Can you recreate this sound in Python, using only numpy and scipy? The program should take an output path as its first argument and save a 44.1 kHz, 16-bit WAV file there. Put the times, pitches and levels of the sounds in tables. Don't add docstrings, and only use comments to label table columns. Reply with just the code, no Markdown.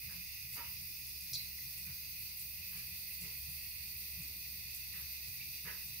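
import sys
import numpy as np
from scipy import signal
from scipy.fft import rfft, irfft, next_fast_len
from scipy.io import wavfile
from scipy.ndimage import map_coordinates

SR = 44100
rng = np.random.default_rng(int(sys.argv[2]) if len(sys.argv) > 2 else 0)


def generate_wav(sig):
    pcm = np.round(np.clip(np.atleast_2d(sig).T, -1, 1) * 32767).astype(np.int16)
    wavfile.write(sys.argv[1], SR, pcm)


N = 264600


def amp(db):
    return 10 ** (np.asarray(db) / 20)


def unit(x):
    return x / np.sqrt(np.mean(x ** 2) + 1e-20)


def along(points, hz):
    freqs, values = np.transpose(points)
    return np.interp(np.log(hz + 1), np.log(freqs + 1), values)


def wobble(rate):
    knots = rng.standard_normal(int(N * rate / SR) + 4)
    return map_coordinates(knots, [np.arange(N) * rate / SR])


def filtered(x, response):
    size = next_fast_len(x.shape[-1] + SR // 2)
    return irfft(rfft(x, size) * response(np.fft.rfftfreq(size, 1 / SR)), size)[..., :x.shape[-1]]


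def coloured(x, spectrum):
    return unit(filtered(x, lambda hz: amp(along(spectrum, hz))))


def resonances(modes, f):
    return sum((-1) ** k * amp(db) * 1j * f * width / (hz * hz - f * f + 1j * f * width)
               for k, (hz, width, db) in enumerate(modes))


def swelling(t, peak_s):
    u = np.maximum(t, 0) / peak_s
    return u ** 2 * np.exp(2 - 2 * u)


def burst(noise, envelope):
    return unit(noise * envelope) * np.sqrt(np.mean(envelope ** 2))


def add(track, start, sound):
    part = track[..., max(0, round(start * SR)):][..., :sound.shape[-1]]
    part += sound[..., :part.shape[-1]]


# frequency in Hz, seconds to fall 60 dB.
TILE_DECAY = [(100, .4), (1000, .33), (4400, .38), (6000, .25), (15000, .18)]

def bathroom(x, wet_db):
    hz, t, noise = signal.stft(rng.standard_normal((2, SR // 2)), SR, nperseg=256)
    t60 = along(TILE_DECAY, hz)[:, None]
    tail = signal.istft(noise * amp(-60 * t / t60), SR, nperseg=256)[1]
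    impulse = amp(wet_db) * tail / np.linalg.norm(tail[0])
    impulse[:, 0] += 1
    return signal.fftconvolve(x[None], impulse / np.linalg.norm(impulse[0]), axes=1)[:, :N]


def standing_waves(x, depth_db, spacing_hz, drift_per_s):
    hz, t, spectrum = signal.stft(x, SR, nperseg=2048)
    grid = np.meshgrid(hz / spacing_hz, t * drift_per_s, indexing="ij")
    ripple = np.array([map_coordinates(rng.standard_normal((1024, 16)), grid, mode="wrap") for ear in x])
    return unit(signal.istft(spectrum * amp(depth_db * ripple), SR, nperseg=2048)[1][:, :N])


def patter(rate, spread_db):
    hit = rng.random(N) < rate / SR
    size = amp(spread_db * np.clip(rng.standard_normal(N), -2, 2))
    return unit(hit * size * np.sign(rng.standard_normal(N)))


def spray(rate, wash_db):
    direct_db, left_late_s = -5.5, .00008
    near = np.array([patter(rate, spread_db=4), patter(rate, spread_db=1.0)])
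    echoes = unit(near + amp(wash_db) * rng.standard_normal((2, N)))
    impacts = unit(patter(rate, spread_db=1.0) + rng.standard_normal(N))
    direct = filtered(impacts, lambda f: np.exp(-2j * np.pi * np.outer([left_late_s, 0], f)))
    return standing_waves(echoes + amp(direct_db) * direct, depth_db=3.3, spacing_hz=55, drift_per_s=.6)


# frequency in Hz, gain in dB.
GURGLE_EQ = [(820, -29), (1400, -33.5), (1810, -18), (1960, 1.5), (2080, -1), (2220, -0.5), (2320, -8.5),
             (2380, -1), (2510, 4), (2900, -3), (3040, -46), (3300, -45), (4290, -49), (7260, -120)]
SPOUT_EQ = [(1760, -23), (3000, -9.5), (3150, -11.5), (3450, -5.5), (4160, -2), (4330, -1), (4600, 4),
            (5640, -1.5), (6240, -3), (7430, -17), (7800, -27), (10100, -52), (17200, -120)]
FIZZ_EQ = [(5000, -40.5), (7400, -24), (8300, -12.5), (10000, -8.5), (10800, -6), (11700, -7), (13000, -4),
           (13750, -4.5), (14200, 3), (14650, 0), (15100, -2), (15700, -2.5)]
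# time in seconds, gain in dB.
GURGLE_RIDE = [(0, 1.5), (.5, 1.5), (.8, -1.8), (1.6, -0.8), (3, 0), (6, -0.5)]

def stream():
    gurgle_db, spout_db, fizz_db = -58, -53.5, -43.8
    t = np.arange(N) / SR
    ride_db = np.interp(t, *np.transpose(GURGLE_RIDE))
    opening_db = np.interp(t, [0, 0.62], [-0.8, 0])
    bubbles = bathroom(patter(rate=700, spread_db=6.0), wet_db=6.5) + 0.45 * spray(rate=340, wash_db=1.5)
    gurgle = amp(gurgle_db + ride_db) * coloured(bubbles, GURGLE_EQ)
    spout = amp(spout_db + opening_db) * coloured(spray(rate=1800, wash_db=-2.5), SPOUT_EQ)
    fizz = amp(fizz_db + opening_db) * coloured(spray(rate=1500, wash_db=5.5), FIZZ_EQ)
    return gurgle * amp(1.45 * wobble(20)) + spout * amp(.8 * wobble(18)) + fizz * amp(.8 * wobble(22))


def bubble(hz, t60, rise):
    t = np.arange(SR // 20) / SR
    envelope = amp(-60 * t / t60) * (1 - np.exp(-t / 0.00077))
    return envelope * np.sin(2 * np.pi * hz * t * (1 + rise * t))


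# pops per second, pitch in Hz, pitch scatter as a share, level in dB.
BUBBLE_SIZES = [(45, 2510, 0.025, -64), (50, 4680, 0.05, -64)]

def bubble_pops(t60, spread_db):
    out, slots = np.zeros((2, N)), N // 100
    slot_s = N / SR / slots
    for rate, hz, scatter, db in BUBBLE_SIZES:
        pops = np.zeros(N)
        popping = rng.random(slots) < rate * slot_s
        detune, strength = np.clip(rng.standard_normal((slots, 2)), -1.8, 1.8).T
        for k in np.flatnonzero(popping):
            pop = bubble(hz * np.exp(scatter * detune[k]), t60, rise=1)
            add(pops, k * slot_s, amp(spread_db * strength[k]) * pop)
        out += amp(db) * unit(bathroom(pops, wet_db=7))
    return out


# start and end in seconds, pitch and width in Hz, level in dB.
WATER_TONES = [(0, 6, 2452, 40, -63), (0, 6, 3588, 16, -73), (0, 0.78, 4773, 12, -59.5),
               (0.85, 6, 4771, 16, -67), (1.3, 6, 4470, 70, -65), (0.7, 1.8, 5320, 130, -62),
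               (0.2, 2.1, 6358, 40, -68), (0.9, 6, 10830, 110, -67), (0.55, 6, 14190, 110, -57.5),
               (2.3, 6, 14400, 30, -62)]

def water_tones(fade_s):
    out, t = np.zeros((2, N)), np.arange(N) / SR
    for start, end, hz, width, db in WATER_TONES:
        gate = np.clip(np.minimum(t - start, end - t) / fade_s + 1, 0, 1)
        phase = 2 * np.pi * np.cumsum(hz + width / 2 * wobble(4 * width)) / SR
        for ear in out:
            ear += gate * amp(db + 3.6 * wobble(width)) * np.sin(phase + .5 * wobble(width))
    return out


# pitch in Hz, width in Hz, gain in dB.
SHELL_MODES = [(83.2, 6.1, 0), (106, 11.3, -5.5), (117.3, 14.5, -4.5), (134, 10.5, -3), (174.6, 4.1, -3.5)]
# start in seconds, level in dB.
TUB_THUDS = [(0.04, -57), (0.52, -61), (0.79, -66), (1.3, -56), (1.86, -54), (2.579, -57.5), (2.73, -59),
             (3.2, -55.5), (3.46, -55.5), (4.165, -53), (4.93, -60.5), (5.26, -56.5), (5.63, -54),
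             (5.87, -63)]

def tub(drum_db, wander_db, thud_swell_s):
    t = np.arange(N) / SR
    shell = lambda f: resonances(SHELL_MODES, f) * f ** 4 / (f ** 4 + 65 ** 4)
    blows = patter(rate=900, spread_db=3.0) + amp(-15) * rng.standard_normal((2, N))
    drumming = unit(filtered(blows, shell))
    rumble = filtered(rng.standard_normal(N), shell)
    thuds = sum(amp(db) * burst(rumble, swelling(t - start, thud_swell_s)) for start, db in TUB_THUDS)
    return amp(drum_db + wander_db * wobble(9)) * drumming + thuds


# frequency in Hz, gain in dB.
ROOM_EQ = [(12, -31), (20, -23), (48, -12.5), (75, -0.5), (160, -21), (224, -20), (285, -18.5),
           (568, -30.5), (871, -29), (1440, -39.5), (1700, -36), (2210, -80), (3740, -120)]

def room_tone(level_db):
    return amp(level_db) * coloured(rng.standard_normal((2, N)) + 0.61 * rng.standard_normal(N), ROOM_EQ)


# start in seconds, level in dB.
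HUM_SURGES = [(3.31, -54.5), (4.02, -56), (4.89, -60.5)]

def hum(pitch_hz, steady_db, swell_s, waver_hz, waver_db):
    t = np.arange(N) / SR
    phase = 2 * np.pi * np.cumsum(pitch_hz + waver_hz * wobble(18)) / SR
    swell_power = sum((amp(db) * swelling(t - start, swell_s)) ** 2 for start, db in HUM_SURGES)
    level = np.sqrt(amp(steady_db) ** 2 + swell_power) * amp(waver_db * wobble(8.3))
    sub_octave = amp(-73.5 + 1.7 * wobble(2.6)) * np.sin(phase / 2)
    return level * np.sin(phase) + sub_octave


# start in seconds, level in dB, swell in seconds, centre in Hz.
GULP_CUES = [(0.074, -61, 0.028, 1410), (0.552, -51, 0.03, 1170), (1.85, -68.5, 0.035, 1610),
             (2.70, -59.5, 0.043, 2300), (3.21, -64.5, 0.043, 406), (4.189, -68.5, 0.061, 230),
             (4.922, -58.5, 0.043, 2000), (5.642, -49, 0.031, 1470)]
# frequency in Hz, width in Hz, gain in dB.
THROAT_MODES = [(247, 63, 0), (430, 39, 2.5), (515, 103, -4.5), (753, 290, -9), (965, 73, -1.5),
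                (1180, 175, -3.5), (1370, 200, -4.5), (1516, 78, -2.5), (1710, 72, 0), (1945, 260, 0),
                (2970, 560, 6.5)]
# start in seconds, level in dB, pitch in Hz.
SHORT_RINGS = [(0.581, -54, 957), (0.64, -57, 2700), (5.652, -54, 1920), (0.566, -65.5, 580),
               (5.66, -64, 520)]

def gulps(grain, focus, ring_q, ring_swell_s):
    out, t = np.zeros((2, N)), np.arange(SR // 3) / SR
    for start, db, swell_s, centre_hz in GULP_CUES:
        wet_noise = rng.standard_normal(len(t)) * np.exp(grain * rng.standard_normal(len(t)))
        band = lambda f: 1 / np.sqrt(1 + (focus * np.log2((f + 1) / centre_hz)) ** 2)
        mouth = lambda f: band(f) / (1 + (f / 2600) ** 6)
        puff = filtered(wet_noise, lambda f: resonances(THROAT_MODES, f) * mouth(f))
        add(out, start, bathroom(amp(db) * burst(puff, swelling(t, swell_s)), wet_db=4.0))
    for start, db, hz in SHORT_RINGS:
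        ring = filtered(rng.standard_normal(len(t)), lambda f: resonances([(hz, hz / ring_q, 0)], f) ** 2)
        add(out, start, bathroom(amp(db) * burst(ring, swelling(t, ring_swell_s)), wet_db=0))
    return out


# start in seconds, level in dB before the boost, pitch in Hz.
DROP_CUES = [(0.432, -55, 2500), (1.5858, -49, 2030), (2.407, -51, 2460), (2.624, -49, 2500),
             (2.772, -47, 2400), (4.2029, -47, 2470), (4.394, -56, 2540), (4.7138, -48, 2550),
             (4.9382, -50, 1940), (5.3989, -44, 2320), (5.411, -45, 2650), (5.8265, -53, 2650)]

def flung_drops(t60, rise, boost_db):
    out = np.zeros((2, N))
    for start, db, hz in DROP_CUES:
        add(out, start, bathroom(amp(db + boost_db) * bubble(hz, t60, rise), wet_db=3.0))
    return out


# start in seconds, level in dB, seconds to fall 60 dB.
LAP_CUES = [(0.5302, -47, 0.18), (1.067, -46, 0.031), (1.2085, -42, 0.031), (1.3326, -36.5, 0.036),
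            (1.728, -44, 0.02), (1.7782, -43.5, 0.043), (2.396, -41, 0.045), (2.7732, -41, 0.022),
            (3.211, -42, 0.07), (3.498, -41, 0.025), (4.219, -42, 0.031), (4.747, -37.5, 0.031),
            (5.272, -48, 0.077), (5.869, -48, 0.12)]
# frequency in Hz, gain in dB.
LAP_EQ = [(900, -17.5), (2500, -24), (5000, -5.5), (7500, 0.5), (11500, 9), (15500, -1)]

def tongue_laps(pull_back_s, pull_back_db):
    out, t = np.zeros((2, N)), np.arange(SR // 8) / SR
    for start, db, t60 in LAP_CUES:
        envelope = amp(-60 * t / t60) * (1 - np.exp(-t / 0.000098))
        for late_s, trim_db in [(0, 0), (pull_back_s, pull_back_db)]:
            tick = envelope * coloured(rng.standard_normal(len(t)), LAP_EQ)
            add(out, start + late_s, amp(db + trim_db) * bathroom(tick, wet_db=2))
    return out


# start in seconds, level in dB, pitch in Hz.
LIP_SLIPS = [(1.331, -34, 4450), (1.334, -28.5, 5620), (1.341, -27.5, 4650), (1.343, -36, 4650),
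             (1.3481, -29.5, 4320), (1.353, -27.5, 4270), (1.358, -29.5, 4080), (1.364, -37, 4450)]

def lip_squeak(swell_s, grit, sweep_per_s):
    pips, t = np.zeros(N), np.arange(SR // 100) / SR
    for start, db, hz in LIP_SLIPS:
        pitch = hz * (1 + sweep_per_s * (t - swell_s))
        phase = np.cumsum(2 * np.pi * pitch / SR + grit * rng.standard_normal(len(t)))
        add(pips, start, amp(db) * swelling(t, swell_s) * np.sin(phase))
    band_pass = lambda f: f ** 12 / (f ** 12 + 3300 ** 12) / (1 + (f / 8000) ** 4)
    return bathroom(filtered(pips, band_pass), wet_db=-1.5)


# frequency in Hz, left minus right in dB.
STEREO_LEAN = [(60, 1), (92, 3), (140, 2), (210, 1), (330, 0.5), (500, 1), (770, -0.5), (1170, 1),
               (1790, -9), (2740, -2), (4190, -4.5), (6410, 3.5), (9810, 0.5), (15000, -3.5)]

def scene():
    water = stream() + bubble_pops(t60=0.028, spread_db=3.0) + water_tones(fade_s=.12)
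    water += tub(drum_db=-64.5, wander_db=1.5, thud_swell_s=0.03)
    bed = room_tone(level_db=-66.5)
    bed += hum(pitch_hz=67.0, steady_db=-60.5, swell_s=0.16, waver_hz=2.47, waver_db=1.0)
    cat = gulps(grain=0.75, focus=1.64, ring_q=8.8, ring_swell_s=0.018)
    cat += flung_drops(t60=0.031, rise=1.3, boost_db=7.0)
    cat += tongue_laps(pull_back_s=0.014, pull_back_db=-3.5)
    cat += lip_squeak(swell_s=.0015, grit=.21, sweep_per_s=36)
    return filtered(water + bed + cat, lambda hz: amp(np.outer([.5, -.5], along(STEREO_LEAN, hz))))


def record(dry):
    return filtered(dry, lambda hz: hz < 15700)


dry = scene()
out = record(dry)
generate_wav(out)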